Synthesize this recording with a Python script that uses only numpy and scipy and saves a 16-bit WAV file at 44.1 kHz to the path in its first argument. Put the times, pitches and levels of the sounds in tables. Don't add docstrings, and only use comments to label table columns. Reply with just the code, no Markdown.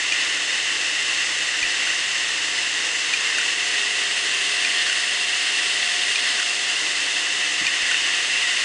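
import sys
import numpy as np
from scipy import signal
from scipy.fft import rfft, irfft
from scipy.io import wavfile

SR = 44100
rng = np.random.default_rng(int(sys.argv[2]) if len(sys.argv) > 2 else 0)


def inscribe(sig):
    pcm = np.round(np.clip(np.atleast_2d(sig).T, -1, 1) * 32767)
    wavfile.write(sys.argv[1], SR, pcm.astype(np.int16))


N = 381024
TIME = np.arange(N) / SR
FREQS = np.maximum(np.arange(N // 2 + 1) * SR / N, 1)

# (centre [Hz], half-width [Hz], relative level [dB])
LOW_RING = [(1950, 188, -3), (1800, 220, -12), (1126, 110, -18), (1510, 190, -20.5)]
# (centre [Hz], half-width [Hz], relative level [dB])
HIGH_RING = [(2705, 140, -1.5), (2885, 215, -4), (2470, 90, -14.5), (3636, 120, -8)]
# (time [s], level [dB])
RING_RIDE = [(0, -24.5), (2.1, -25), (2.7, -26), (3.5, -24.5), (5.2, -24), (6.9, -25.5), (7.5, -24.9),
             (7.9, -23), (8.64, -23)]
# (centre [Hz], half-width [Hz], relative level [dB])
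CASING_MODES = [(3240, 320, -2.5), (4300, 350, -6.5), (4930, 330, -8.5)]
# (frequency [Hz], relative level [dB])
RIM_HISS_EQ = [(4500, -16.5), (6800, -13), (7500, -2), (8200, 6), (9100, 6), (9800, 1.5), (11000, -9)]
# (centre [Hz], half-width [Hz], relative level [dB])
FACE_MODES = [(4380, 180, -3.5), (5200, 57, 2), (6350, 240, 0.5), (7490, 170, -3.5), (10370, 280, -7)]
# (frequency [Hz], relative level [dB])
RUSH_EQ = [(25, -19.5), (80, -24.5), (170, -17), (320, -6), (560, -6.5), (900, -5.5), (1350, -3.5),
           (1750, -0.5), (2300, -2), (3500, 0), (5650, -0.5), (6400, -2), (7000, -1.5), (7800, -2),
           (9000, -14)]
def windage(arm_lift_db=2.0, flutter_db=0.5, buffet_db=0.44):
    arm_out = sum(np.sin(np.pi * np.clip((TIME - start) / length, 0, 1))
                  for start, length, _, _ in ARM_SWEEPS)
    swell_db = arm_lift_db * arm_out
    ride_db = curve(RING_RIDE)
    low = noise(resonances(LOW_RING)) * undb(ride_db - 4 + swell_db + flutter_db * wander(25))
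    high = noise(resonances(HIGH_RING)) * undb(ride_db - 2 + flutter_db * wander(25))
    casing = noise(resonances(CASING_MODES)) * undb(tilted(face_db=-35, change_db=5.5) + swell_db)
    hiss = noise(eq(RIM_HISS_EQ)) * undb(tilted(face_db=-43.5, change_db=6))
    sheen = noise(resonances(FACE_MODES)) * undb(tilted(face_db=-36, change_db=-1))
    rush = noise(eq(RUSH_EQ)) * undb(-28)
    return (low + high + casing + hiss + sheen + rush) * undb(buffet_db * wander(24))


# (pitch [Hz], t60 [s], relative click level [dB], relative tick level [dB])
ARM_MODES = [(1488, 0.025, -12, -0.5), (1810, .012, -2, 4), (2437, 0.046, 3.5, -10.5), (2850, 0.02, -1, 2),
             (3620, .0088, 4, -14), (4450, 0.014, 2, -4), (5170, 0.0079, -4, -10), (6100, 0.012, -1, 1),
             (7060, .012, -14, -2), (8160, 0.0051, -12, -10), (10070, 0.011, -10, -11)]
def arm_knock(landing, contact_s, scrape):
    t = TIME[:SR // 8]
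    hz, t60, click_db, tick_db = np.transpose(ARM_MODES)
    phase = rng.uniform(0, 2 * np.pi, (len(hz), 1))
    modes = decay(t, t60[:, None]) * np.sin(2 * np.pi * hz[:, None] * t + phase)
    attack = 1 - np.exp(-t / contact_s)
    ring = undb(tick_db if landing else click_db) @ modes * attack
    chatter = rng.standard_normal(len(t)) * t / contact_s * np.exp(-t / contact_s)
    low_cut = signal.butter(4, 1150, "high", fs=SR, output="sos")
    hit = signal.sosfilt(low_cut, ring + scrape * chatter)
    return hit / np.linalg.norm(hit) * np.sqrt(.005 * SR)


# (time [s], length [s], click level [dB], tick level [dB])
ARM_SWEEPS = [(.1218, .2497, -15.8, -23), (1.6278, .2442, -16.8, -21.5), (3.136, .2468, -14.4, -17.5),
              (4.6478, .2487, -16.3, -20), (6.1565, .241, -17, -19.5), (7.6662, .2463, -15.7, -18.5)]
def head_arm(bounce_s=.0295, bounce_db=-4):
    out = np.zeros(N)
    for start, length, click_db, tick_db in ARM_SWEEPS:
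        click = arm_knock(landing=False, contact_s=.001, scrape=.45)
        tick = arm_knock(landing=True, contact_s=.002, scrape=.35)
        bounce = arm_knock(landing=True, contact_s=.0014, scrape=.4)
        add(out, start, undb(click_db) * click)
        add(out, start + length, undb(tick_db) * tick)
        add(out, start + length + bounce_s, undb(tick_db + bounce_db) * bounce)
    return out


# (harmonic [x turning rate], face-on level [dB], change at full tilt [dB])
SPINDLE_TONES = [(1, -73.5, 1), (2, -69, -3), (3, -69.5, -3.5), (4, -68.5, 1), (6, -54, -9), (8, -62, 7),
                 (9, -64, 1.5), (10, -56.5, -6.5), (12, -63, 5), (14, -55, 8)]
# (time [s], harmonic [x turning rate], lift [dB])
HOT_SPOTS = [(3.4, 9, 10.5), (3.9, 8, 8.5), (7.3, 14, 3.5), (7.4, 6, 4.5)]
def spindle(turn_hz=51.1, waver_db=1.7, spot_half_width_s=0.83, mains_hz=120, drone_hz=48.5):
    shaft_angle = 2 * np.pi * np.cumsum(turn_hz * (1 + 0.00087 * wander(2.7))) / SR
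    tones = 0
    for harmonic, face_db, change_db in SPINDLE_TONES:
        bloom_db = sum(lift_db * np.exp(-((TIME - at) / spot_half_width_s) ** 2)
                       for at, spot_harmonic, lift_db in HOT_SPOTS if spot_harmonic == harmonic)
        level_db = tilted(face_db, change_db) + bloom_db + waver_db * wander(2)
        tones += undb(level_db) * np.sin(harmonic * shaft_angle + rng.uniform(0, 2 * np.pi))
    hum = undb(tilted(face_db=-62, change_db=-7.5)) * np.sin(2 * np.pi * mains_hz * TIME)
    drone = undb(-72) * np.sin(2 * np.pi * drone_hz * TIME)
    return np.sqrt(2) * (tones + hum + drone)


# (time [s], level [dB], centre [Hz], t60 [s])
FINGER_BUMPS = [(1.62, -41, 22, .18), (3.132, -50, 28, .12), (7.611, -30, 220, .13), (7.822, -46, 27, .13)]
def handling(attack_s=.005):
    out = np.zeros(N)
    for start, level_db, hz, t60 in FINGER_BUMPS:
        t = np.maximum(TIME - start, 0)
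        press = 1 - np.exp(-(t / attack_s) ** 2)
        body = noise(resonances([(hz, 0.95 * hz, 0)]))
        out += undb(level_db) * press * decay(t, t60) * body
    return out


# (time [s], tilt [0-1])
CAMERA_TILT = [(0, 0), (2.7, 0.02), (3.7, .45), (4.5, 0.88), (6.3, 1), (7.5, .28), (8.64, 0.7)]
def tilted(face_db, change_db):
    return face_db + change_db * curve(CAMERA_TILT)


def undb(db):
    return 10 ** (np.asarray(db) / 20)


def decay(t, t60):
    return np.exp(-np.log(1000) * t / t60)


def curve(rows):
    return np.interp(TIME, *np.transpose(rows))


def noise(gain):
    x = irfft(rfft(rng.standard_normal(N)) * gain, N)
    return x / x.std()


def eq(points):
    hz, db = np.transpose(points)
    return undb(np.interp(np.log(FREQS), np.log(hz), db))


def resonances(modes):
    power = 0
    for hz, half_width, db in modes:
        detune = (FREQS / hz - hz / FREQS) * hz / (2 * half_width)
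        power += (undb(db) / (1 + detune ** 2)) ** 2
    return np.sqrt(power)


def wander(rate_hz):
    return noise(1 / (1 + (FREQS / rate_hz) ** 2))


def add(out, start, x):
    i = int(start * SR)
    out[i:i + len(x)] += x[:len(out) - i]


def scene():
    mono = windage() + spindle() + head_arm() + handling()
    return np.array([mono, mono])


def record(dry, top_hz=9930):
    return signal.sosfilt(signal.ellip(12, .1, 80, top_hz, fs=SR, output="sos"), dry)


dry = scene()
out = record(dry)
inscribe(out)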